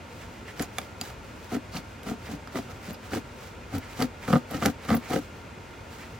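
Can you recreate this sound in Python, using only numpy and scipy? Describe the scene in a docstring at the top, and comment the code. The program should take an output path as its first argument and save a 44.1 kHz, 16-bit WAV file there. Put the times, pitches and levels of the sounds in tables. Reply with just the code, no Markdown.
"""A small serrated blade saws a hollow foam shell, close by, over soft room noise. The steel first
brushes the cut, bites once at 0.6 s, then knocks the rim twice and pings. From 1.5 to 5.2 s come
fifteen short strokes, loudest near the end: the teeth stick and slip, each slip knocks the shell and
crushes cells, and the flat of the blade rubs. Brittle bits snap; now and then a tooth squeaks.
A last light slide follows at 6 s."""
import sys
import numpy as np
from scipy import signal
from scipy.fft import rfft, irfft, next_fast_len
from scipy.io import wavfile
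from scipy.ndimage import uniform_filter1d

SR = 44100
rng = np.random.default_rng(int(sys.argv[2]) if len(sys.argv) > 2 else 0)


def wrap_up_sound(samples):
    """Save the sound to the file named by the first command line argument, as 16-bit audio."""
    columns = np.atleast_2d(samples).T
    # keep every value between -1 and 1, then stretch to whole-number steps
    tamed = np.clip(columns, -1, 1)
    steps = np.round(tamed * 32767).astype(np.int16)
    wavfile.write(sys.argv[1], SR, steps)


N = 272979
TIME_S = np.arange(N) / SR
N_FFT = 2 * next_fast_len(N // 2 + SR // 2, True)
FREQS_HZ = np.fft.rfftfreq(N_FFT, 1 / SR)

# Table levels are relative; each layer adds its own gain.
# room noise spectrum: freq_hz, gain_db
ROOM_SPECTRUM = [(25, -79), (45, -2), (92, 3), (150, -4.5), (300, -8), (520, -8), (720, -13.5),
                 (1200, -16.5), (1750, -18), (2400, -20), (3500, -26), (7000, -32.5), (10000, -42),
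                 (16000, -46)]
# room resonances: freq_hz, width_hz, level_db
ROOM_MODES = [(237.5, 13, -56.5), (914.3, 22, -58), (1398, 63, -58), (2110, 130, -62), (2473, 74, -63),
              (2782, 60, -66), (3410, 98, -71)]
# room stereo width: freq_hz, side_minus_mid_db
ROOM_SIDE = [(60, -23), (200, -11.5), (400, -8.5), (700, -5), (1300, -1.5), (2400, -10), (4400, -6),
             (8000, -1)]
# direct sound balance: freq_hz, left_minus_right_db
DIRECT_BALANCE = [(100, 1), (280, 2), (550, 1), (1100, -2.5), (4000, -3), (8000, -4.5), (15000, 3)]
# scatter from nearby surfaces, re direct sound: freq_hz, gain_db
SCATTER_SPECTRUM = [(100, -35), (300, -16.5), (700, -2), (2000, -18), (5000, -5.5), (12000, -9.5)]

# light brushing spectrum: freq_hz, gain_db
BRUSH_SPECTRUM = [(300, -18), (900, -1), (1300, 0.5), (2100, 3.5), (2800, -3.5), (4000, -11.5), (8000, -18),
                  (16000, -31)]
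# steel-on-foam hiss spectrum: freq_hz, gain_db
RUB_SPECTRUM = [(300, 5.5), (900, 9), (2000, 6), (4500, 1.5), (7000, 0), (10000, -6), (16000, -2)]
# crushed cell spectrum: freq_hz, gain_db
CRUNCH_SPECTRUM = [(200, -36), (450, 12), (620, 0.5), (780, 8), (1000, -10), (1230, 2.5), (1500, -0.5),
                   (2000, -4.5), (2600, -24.5), (4500, -20), (8000, -55), (16000, -30)]
# brittle crack spectrum: freq_hz, gain_db
CRACK_SPECTRUM = [(100, -69), (500, -15), (1200, 0.5), (3000, 3), (4600, -0.5), (7000, -10.5), (12000, -4),
                  (17000, -12)]
# hollow foam shell: freq_hz, width_hz, shallow_cut_db, deep_cut_db
SHELL_MODES = [(83, 24, 0.5, -4), (171, 79, -5, 0.5), (243.3, 36.6, 0.5, 6.5), (284, 44, 3, -3),
               (418, 84, -6.5, -9.5), (513, 47, -19, -2), (691, 180, -13.5, -22), (744, 85, -13.5, -8),
               (1214, 66, -37, 2.5), (1496, 29, -31, -7.5)]
# stiff wall beside the cut: freq_hz, width_hz, gain_db
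WALL_MODES = [(490, 70, 1), (753, 125, -3.5), (1214, 79, 2), (1345, 150, -5.5), (1565, 76, -6),
              (1797, 45, -6), (2046, 130, -6), (2800, 81, -9.5), (3550, 210, -14)]
# steel blade: freq_hz, t60_s, tip_struck_db, heel_struck_db
BLADE_MODES = [(2300, 0.035, -6, -27), (2780, 0.024, -8, -12), (3450, 0.017, 2.5, -19),
               (4360, 0.014, -20, -5), (4790, 0.018, -17, -0.5), (6520, 0.014, -9, -11),
               (6800, 0.015, -8, -7), (7300, 0.015, -20, -4.5), (10950, 0.0066, 1, -7),
               (14600, .008, -7, -6)]

# light slides of the blade: middle_s, half_width_s, brush_db, rub_db
SLIDES = [(0.229, 0.026, -54.5, -62), (0.491, 0.028, -50, -57.5), (0.82, 0.07, -66, -57),
          (1.053, 0.06, -69, -50.5), (2.268, 0.022, -51, -63), (2.86, 0.046, -57, -53),
          (3.055, 0.039, -56, -55), (3.837, 0.03, -53, -63), (3.918, 0.054, -55, -58),
          (4.243, 0.026, -48.5, -56), (4.847, 0.049, -52, -56), (5.06, 0.044, -51, -63),
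          (6.023, 0.036, -52, -61)]
# tooth squeaks: start_s, length_s, level_db, start_hz, end_hz
SQUEAKS = [(0.612, 0.037, -44.5, 7100, 7000), (0.619, 0.0074, -30.5, 12900, 10100),
           (2.924, 0.018, -44, 14200, 11950), (4.944, 0.0124, -26, 16200, 14600),
           (4.956, .018, -40, 13900, 11800), (4.969, 0.008, -37.5, 10600, 10200)]
# blade on rim: start_s, ring_db, place (0 tip, 1 heel), crack_db, rap_db, thud_db
RIM_KNOCKS = [(0.784, -23.5, 0.094, -26, 11, 8), (1.013, -24, 0.97, -31, -1.5, 9)]
# brittle snaps: start_s, level_db, ring_hz, crack_re_ring_db
SNAPS = [(0.595, -28.5, 1780, -1.5), (0.815, -53.5, 3470, 13), (1.052, -44, 1490, -1),
         (1.101, -38.5, 1230, -9), (2.032, -43, 12000, 1), (2.068, -38, 1260, -8), (2.473, -37.5, 1300, -7),
         (3.117, -36, 1390, -14), (3.782, -29, 15200, -9.5), (4.0223, -26, 4260, 0.5),
         (4.2788, -31, 1380, -10), (4.511, -35, 11740, -4), (4.6245, -24.5, 1190, -27),
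         (4.631, -38, 7000, -11), (4.6583, -22, 13400, -9), (4.6583, -23.5, 6300, 4.5),
         (4.85, -46, 12500, 6), (4.891, -26.5, 1350, -11), (4.903, -32, 4100, -9), (4.9665, -39.5, 4300, 0),
         (5.1045, -29.5, 800, -10)]
# short tears: start_s, level_db, ring_hz, swell_s, crack_re_ring_db
TEARS = [(0.618, -48, 15100, 0.0059, -12), (1.715, -48, 4460, 0.026, -17), (1.7644, -33, 2840, 0.002, -15),
         (1.768, -32, 4400, 0.0026, -7), (2.941, -46, 4730, 0.0052, -2)]
# hard snags, weighted within their stroke: time_s, thud_db, crunch_db
SNAGS = [(0.601, 18, -8), (1.547, 0, 0), (1.564, 3, 2), (2.088, -3, 7), (2.113, 7, 4), (2.556, 7.5, 13.5),
         (2.5714, 1, 13), (2.588, 6, 8), (2.902, 5, -14), (3.134, -6, 10), (3.171, 0, 7), (4.013, -10, 10),
         (4.024, -1, 10.5), (4.303, 3, 4), (4.3286, 9.5, 20), (4.3343, 11.5, 20.5), (4.343, 4, 11),
         (4.3558, 9.5, 14), (4.3624, 7, 14), (4.545, 10, 6), (4.654, 1, 6.5), (4.659, -6, -2),
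         (4.669, 4.5, 1), (4.904, 0.5, 10), (4.914, 9, 8), (4.923, 5, 2), (4.931, 1, 1), (4.945, 4, 6),
         (5.111, 3, -11), (5.126, -9, 5), (5.134, -4, 8.5), (5.137, 8, 4), (5.161, 8.5, 9.5)]
# biting strokes: catch_s, end_s, thud_db, crunch_db, rub_db, slip_hz, cut_depth (0-1),
# shell_pitch_ratio, shell_tilt_db_per_octave
STROKES = [(0.597, 0.652, -33.5, -48, -41.5, 232, 0.29, 1.01, 1.5),
           (1.523, 1.572, -30.5, -40.5, -43, 238, 0.3, 1.01, 3),
           (1.75, 1.798, -38.5, -42.5, -42.5, 229.5, 1, 1.06, -6.5),
           (2.063, 2.141, -34.5, -44, -44.5, 219.7, 0.4, 1, 1),
           (2.288, 2.367, -38.5, -48, -46.5, 232, 0.6, 1.03, -1.5),
           (2.551, 2.611, -34, -37, -43, 237, 0.2, 0.96, 6),
           (2.696, 2.733, -49, -47, -48.5, 227, 0.66, 1.04, -10),
           (2.879, 2.93, -39.5, -49.5, -46, 185, 0.54, 0.86, 0),
           (3.132, 3.187, -31.5, -35.5, -40.5, 248.5, 0.21, 1.083, -0.5),
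           (3.735, 3.786, -31.5, -39.5, -44, 266, 0.54, 1.08, -6),
           (3.996, 4.051, -28.5, -31.5, -39, 245, 0.62, 1.02, -1),
           (4.281, 4.389, -21.5, -30.5, -42, 169, 0.88, 1, 1),
           (4.516, 4.603, -36, -37, -43, 274, 0.5, 1.09, -4),
           (4.623, 4.702, -27.5, -29.5, -39.5, 233, 0.59, 1.01, 0.5),
           (4.888, 4.983, -24, -28.5, -43, 250, 0.79, 0.96, -1),
           (5.105, 5.195, -29, -34, -40.5, 317, 0.5, 1.044, 3.5)]

SKIM_S = 0.018  # teeth skim ahead of the first catch
SNAP_DECAY_S = 0.0057  # for a ring at 1 kHz
SNAP_DEPTH = 0.54  # cut depth for snaps and rim knocks


def undb(db):
    """Decibels to gain."""
    return 10 ** (np.asarray(db) / 20)


def unit(x):
    """Scale to rms 1."""
    return x / np.sqrt(np.mean(x ** 2) + 1e-18)


def at_level(sound, count, db):
    """Scale so the first count samples have an rms of db."""
    return sound * undb(db) / np.sqrt(np.mean(sound[:count] ** 2) + 1e-18)


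def add(track, start_s, sound):
    """Mix a sound into a track."""
    start = int(start_s * SR)
    track[start:start + len(sound)] += sound[:N - start]


def gains(points):
    """Gain per FFT bin from (freq_hz, gain_db) points."""
    hz, db = np.transpose(points)
    return undb(np.interp(np.log(FREQS_HZ + 1), np.log(hz + 1), db))


def filtered(x, response):
    """Apply a frequency response."""
    return irfft(rfft(x, N_FFT) * response)[..., :N]


def colour(x, points):
    """Minimum-phase filter through (freq_hz, gain_db) points; attacks stay sharp."""
    cepstrum = irfft(np.log(gains(points)))
    cepstrum[1:N_FFT // 2] *= 2
    cepstrum[N_FFT // 2 + 1:] = 0
    return filtered(x, np.exp(rfft(cepstrum)))


def resonate(x, hz, width_hz):
    """One resonance, gain 1 at its centre."""
    return signal.lfilter(*signal.iirpeak(min(hz, .45 * SR), hz / width_hz, SR), x)


def waver(window_samples):
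    """Twice-smoothed noise, rms 1."""
    smooth = uniform_filter1d(rng.standard_normal(N), window_samples)
    return unit(uniform_filter1d(smooth, window_samples))


def swell(middle_s, half_width_s):
    """Gaussian envelope of a slide."""
    return np.exp(-((TIME_S - middle_s) / half_width_s) ** 2)


def grit(spread_db):
    """Dense cell ruptures: mostly tiny, a few large."""
    return unit(rng.standard_normal(N) * undb(spread_db * np.minimum(rng.exponential(size=N), 5)))


def room_noise(noise_db, drone_db, left_db):
    """Steady diffuse noise with faint resonances, in stereo."""
    def air():
        drone = sum(undb(db + drone_db) * unit(resonate(rng.standard_normal(N), hz, width_hz))
                    for hz, width_hz, db in ROOM_MODES)
        return drone + undb(noise_db) * unit(colour(rng.standard_normal(N), ROOM_SPECTRUM))
    mid = air()
    side = filtered(air(), gains(ROOM_SIDE))
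    return np.array([(mid + side) * undb(left_db / 2), (mid - side) * undb(-left_db / 2)])


def reflections(x, t60_s, delay_s):
    """Diffuse tail of unit energy, independent per channel."""
    t = TIME_S[:SR // 2]
    tail = rng.standard_normal((2, len(t))) * np.exp(-np.log(1000) * t / t60_s) * (t > delay_s)
    tail /= np.sqrt(np.sum(tail ** 2, axis=1, keepdims=True))
    return filtered(x, rfft(tail, N_FFT))


def brushing(gain_db):
    """At a light touch the blade only brushes the sides of the cut."""
    touch = sum(undb(db + gain_db) * swell(middle_s, half_s) for middle_s, half_s, db, _ in SLIDES)
    return touch * unit(colour(grit(spread_db=2.5), BRUSH_SPECTRUM))


def friction_db(rest_db, rise_db_per_s, fall_db_per_s):
    """Rub level: wavers at rest, swells in slides, builds with blade speed, dies as the hand turns."""
    gain = undb(rest_db + 2.5 * waver(4000))
    gain += sum(undb(db) * swell(middle_s, half_s) for middle_s, half_s, _, db in SLIDES)
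    for catch_s, end_s, _, _, peak_db, *_ in STROKES:
        along = (TIME_S - catch_s) / (end_s - catch_s)
        arch_db = np.interp(along, [0, 0.41, 1], [-4.5, 0, -7.5])
        before_db = rise_db_per_s * np.maximum(catch_s - TIME_S, 0)
        after_db = fall_db_per_s * np.maximum(TIME_S - end_s, 0)
        gain = np.maximum(gain, undb(peak_db + arch_db - before_db - after_db))
    return 20 * np.log10(gain)


def rubbing(rub_db, gain_db, spread_db, flutter_db=2, bite_db=-52.5):
    """Steel on foam: gritty hiss that stutters with the grip; below bite_db the edge glides."""
    stutter = undb(flutter_db * waver(150))
    hiss = unit(colour(grit(spread_db) * stutter, RUB_SPECTRUM))
    bite = 1 / (1 + undb(bite_db - rub_db) ** 2)
    return hiss * bite * undb(rub_db + gain_db)


def squeaking(gain_db, flutter_db, wander_share):
    """A tooth sings in the foam: a rough tone gliding with blade speed."""
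    out = np.zeros(N)
    for start_s, length_s, db, start_hz, end_hz in SQUEAKS:
        along = np.linspace(0, 1, int(length_s * SR))
        wander, flutter = unit(uniform_filter1d(rng.standard_normal((2, 4096)), 14))[:, :len(along)]
        hz = (start_hz + (end_hz - start_hz) * along) * (1 + wander_share * wander)
        envelope = undb(db + gain_db + flutter_db * flutter) * np.sin(np.pi * along) ** 2
        add(out, start_s, envelope * np.sin(2 * np.pi * np.cumsum(hz) / SR))
    return out


def soften(push, contact_hz):
    """A soft contact low-passes the force."""
    return signal.sosfilt(signal.butter(2, contact_hz, fs=SR, output="sos"), push)


def shell(push, contact_hz, depth, pitch_ratio=1, tilt_db_per_octave=0):
    """The hollow shell rings briefly; cut depth reweights its modes, grip shifts and tilts them."""
    force = soften(push, contact_hz)
    out = np.zeros(len(push))
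    for k, (hz, width_hz, shallow_db, deep_db) in enumerate(SHELL_MODES):
        octaves = np.log2(hz / SHELL_MODES[0][0])
        db = shallow_db + depth * (deep_db - shallow_db) + tilt_db_per_octave * octaves
        polarity = (-1) ** k  # neighbouring modes swing opposite ways
        out += polarity * undb(db) * resonate(force, hz * pitch_ratio, width_hz)
    return out


def wall(push, contact_hz, pitch_ratio=1, scatter_db=0):
    """The stiff wall gives a dry rap; its modes vary with grip and blade position."""
    force = soften(push, contact_hz)
    place_db = scatter_db * rng.standard_normal(len(WALL_MODES))
    return sum((-1) ** k * undb(db + place_db[k]) * resonate(force, hz * pitch_ratio, width_hz)
               for k, (hz, width_hz, db) in enumerate(WALL_MODES))


def rim_knocks(rattle_db, click_decay_s, crack_decay_s, foam_lag_s):
    """The blade strikes the rim: click, crack and steel ping, then the foam knocks."""
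    rings, clicks, cracks, rattles, raps, jolts = np.zeros((6, N))
    t = TIME_S[:4096]
    for start_s, ring_db, place, crack_db, rap_db, thud_db in RIM_KNOCKS:
        for hz, t60_s, tip_db, heel_db in BLADE_MODES:
            mode_db = ring_db + tip_db + place * (heel_db - tip_db)
            decay = np.exp(-np.log(1000) * t / t60_s)
            add(rings, start_s, undb(mode_db) * decay * np.sin(2 * np.pi * hz * t))
        noise = rng.standard_normal((3, len(t)))
        bright = np.diff(noise[2], prepend=0)
        add(clicks, start_s, undb(crack_db + 2) * np.exp(-t / click_decay_s) * bright)
        add(cracks, start_s, undb(crack_db) * np.exp(-t / crack_decay_s) * 2 * noise[0])
        add(rattles, start_s, undb(crack_db + rattle_db) * np.exp(-t / (2 * SNAP_DECAY_S)) * noise[1])
        late = int((start_s + foam_lag_s) * SR)
        raps[late], jolts[late] = undb(rap_db), undb(thud_db)
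    knock = wall(raps, contact_hz=2600) + shell(jolts, contact_hz=2000, depth=SNAP_DEPTH)
    return rings + clicks + colour(cracks, CRACK_SPECTRUM) + colour(rattles, CRUNCH_SPECTRUM) + knock


def snapping(snap_swell_s, ring_q, rattle_db, thud_db):
    """Brittle bits crack, ring and jolt the shell; tears swell more slowly; the foam rattles on."""
    cracks, rings, rattles, jolts = np.zeros((4, N))
    t = TIME_S[:8192]
    snaps = [(start_s, db, hz, snap_swell_s, SNAP_DECAY_S * (hz / 1000) ** -0.37, crack_db)
             for start_s, db, hz, crack_db in SNAPS]
    tears = [(start_s, db, hz, swell_s, swell_s, crack_db)
             for start_s, db, hz, swell_s, crack_db in TEARS]
    for start_s, db, hz, swell_s, decay_s, crack_db in snaps + tears:
        rise = undb(db) * np.minimum(t / swell_s, 1)
        fall = np.exp(-np.maximum(t - swell_s, 0) / decay_s)
        noise = rng.standard_normal((3, len(t)))
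        add(rings, start_s, rise * fall * unit(resonate(noise[0], hz, hz / ring_q)))
        add(cracks, start_s, rise * fall ** 2 * undb(crack_db) * 2 * noise[1])
        add(rattles, start_s, rise * np.sqrt(fall) * undb(crack_db + rattle_db) * noise[2])
        jolts[int((start_s + swell_s) * SR)] = undb(db + crack_db + thud_db)
    thuds = shell(jolts, contact_hz=2000, depth=SNAP_DEPTH)
    return rings + colour(cracks, CRACK_SPECTRUM) + colour(rattles, CRUNCH_SPECTRUM) + thuds


def crush(slips, spectrum, decay_s):
    """Each slip bursts a short cluster of cells; rms 1."""
    energy = signal.lfilter([1], [1, -np.exp(-2 / (decay_s * SR))], slips ** 2)
    return unit(colour(np.sqrt(energy) * grit(spread_db=3), spectrum))


def stick_slip(jitter_periods, scatter_db, skew_db):
    """Teeth skim, catch, then slip unevenly between snags. Two impulse rows: thud, crunch."""
    slips = np.zeros((2, N))
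    tooth_db, catch_db = np.array([[-3], [-5.5]]), (0.5, -1.5)  # each: thud, crunch
    for catch_s, end_s, _, _, _, slip_hz, *_ in STROKES:
        start_s = catch_s - SKIM_S
        snags = np.array([(catch_s, *catch_db)] + [row for row in SNAGS if catch_s < row[0] < end_s])
        anchors_s = np.r_[start_s, snags[:, 0], end_s]
        times_s = np.concatenate([np.linspace(a, b, max(round((b - a) * slip_hz), 1) + 1)[1:-1]
                                  for a, b in zip(anchors_s, anchors_s[1:])])
        chance = rng.standard_normal((60, 3))[:len(times_s)].T
        along = (times_s - start_s) / (end_s - start_s)
        times_s += jitter_periods * chance[0] / slip_hz
        force = np.sin(np.pi * along) ** .7 * undb(tooth_db + scatter_db * chance[1:])
        # cells crumble early; the shell swings more as the blade binds
        skew = undb(skew_db * np.array([along - .5, .5 - along]))
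        slips[:, (times_s * SR).astype(int)] = force * skew
        slips[:, (snags[:, 0] * SR).astype(int)] = undb(snags[:, 1:].T)
    return slips


def sawing(thud_gain_db, crunch_gain_db):
    """Slips knock the shell, rap the wall and crush cells, with a new grip per stroke."""
    pushes, bursts = stick_slip(jitter_periods=.2, scatter_db=3.8, skew_db=5)
    cells = undb(-3) * crush(bursts, CRUNCH_SPECTRUM, decay_s=.0016)
    cells += undb(-14) * crush(bursts, CRACK_SPECTRUM, decay_s=.0006)
    rap_rms = np.std(wall(bursts, contact_hz=2600))
    ring_out = (0, SR // 10)
    out = np.zeros(N)
    for catch_s, end_s, thud_db, crunch_db, _, _, depth, pitch_ratio, tilt_db_per_octave in STROKES:
        start_s = catch_s - SKIM_S
        a, b = int(start_s * SR), int(end_s * SR)
        thud = shell(np.pad(pushes[a:b], ring_out), contact_hz=665, depth=depth,
                     pitch_ratio=pitch_ratio, tilt_db_per_octave=tilt_db_per_octave)
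        crunch = wall(np.pad(bursts[a:b], ring_out), contact_hz=2550,
                      pitch_ratio=pitch_ratio ** 0.46, scatter_db=2.5) / rap_rms
        add(crunch, 0, cells[a:b + 256])
        add(out, start_s, at_level(thud, b - a, thud_db + thud_gain_db))
        add(out, start_s, at_level(crunch, b - a, crunch_db + crunch_gain_db))
    return out


def scene():
    """The cut lies slightly right, so the left channel lags; lap, shell and room scatter it."""
    rub_db = friction_db(rest_db=-56.5, rise_db_per_s=192, fall_db_per_s=370)
    cut = sawing(thud_gain_db=1, crunch_gain_db=-2.17)
    cut += snapping(snap_swell_s=0.00063, ring_q=8, rattle_db=7, thud_db=43.5)
    cut += rim_knocks(rattle_db=-6.5, click_decay_s=0.0007, crack_decay_s=0.002, foam_lag_s=0.00092)
    cut += squeaking(gain_db=2.5, flutter_db=2.9, wander_share=.045)
    cut += rubbing(rub_db, gain_db=3.5, spread_db=3)
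    cut += brushing(gain_db=5)
    lean, left_lag_s = np.sqrt(gains(DIRECT_BALANCE)), .00003
    left = filtered(cut, lean * np.exp(-2j * np.pi * FREQS_HZ * left_lag_s))
    right = filtered(cut, 1 / lean)
    # cells break all along the blade: part of the hiss is independent per channel
    wide_hiss = np.array([rubbing(rub_db, gain_db=2.5, spread_db=5.5) for _ in range(2)])
    scatter = reflections(colour(cut, SCATTER_SPECTRUM), t60_s=.025, delay_s=.0008)
    reverb = undb(-17.5) * reflections(cut, t60_s=.14, delay_s=.0065)
    room = room_noise(noise_db=-44, drone_db=-0.5, left_db=0.24)
    return np.array([left, right]) + wide_hiss + scatter + reverb + room


def record(dry):
    """The phone cuts the top with a steep low-pass."""
    cutoff_hz = 16100
    return signal.sosfilt(signal.ellip(10, .2, 70, cutoff_hz, fs=SR, output="sos"), dry)


dry = scene()
out = record(dry)
wrap_up_sound(out)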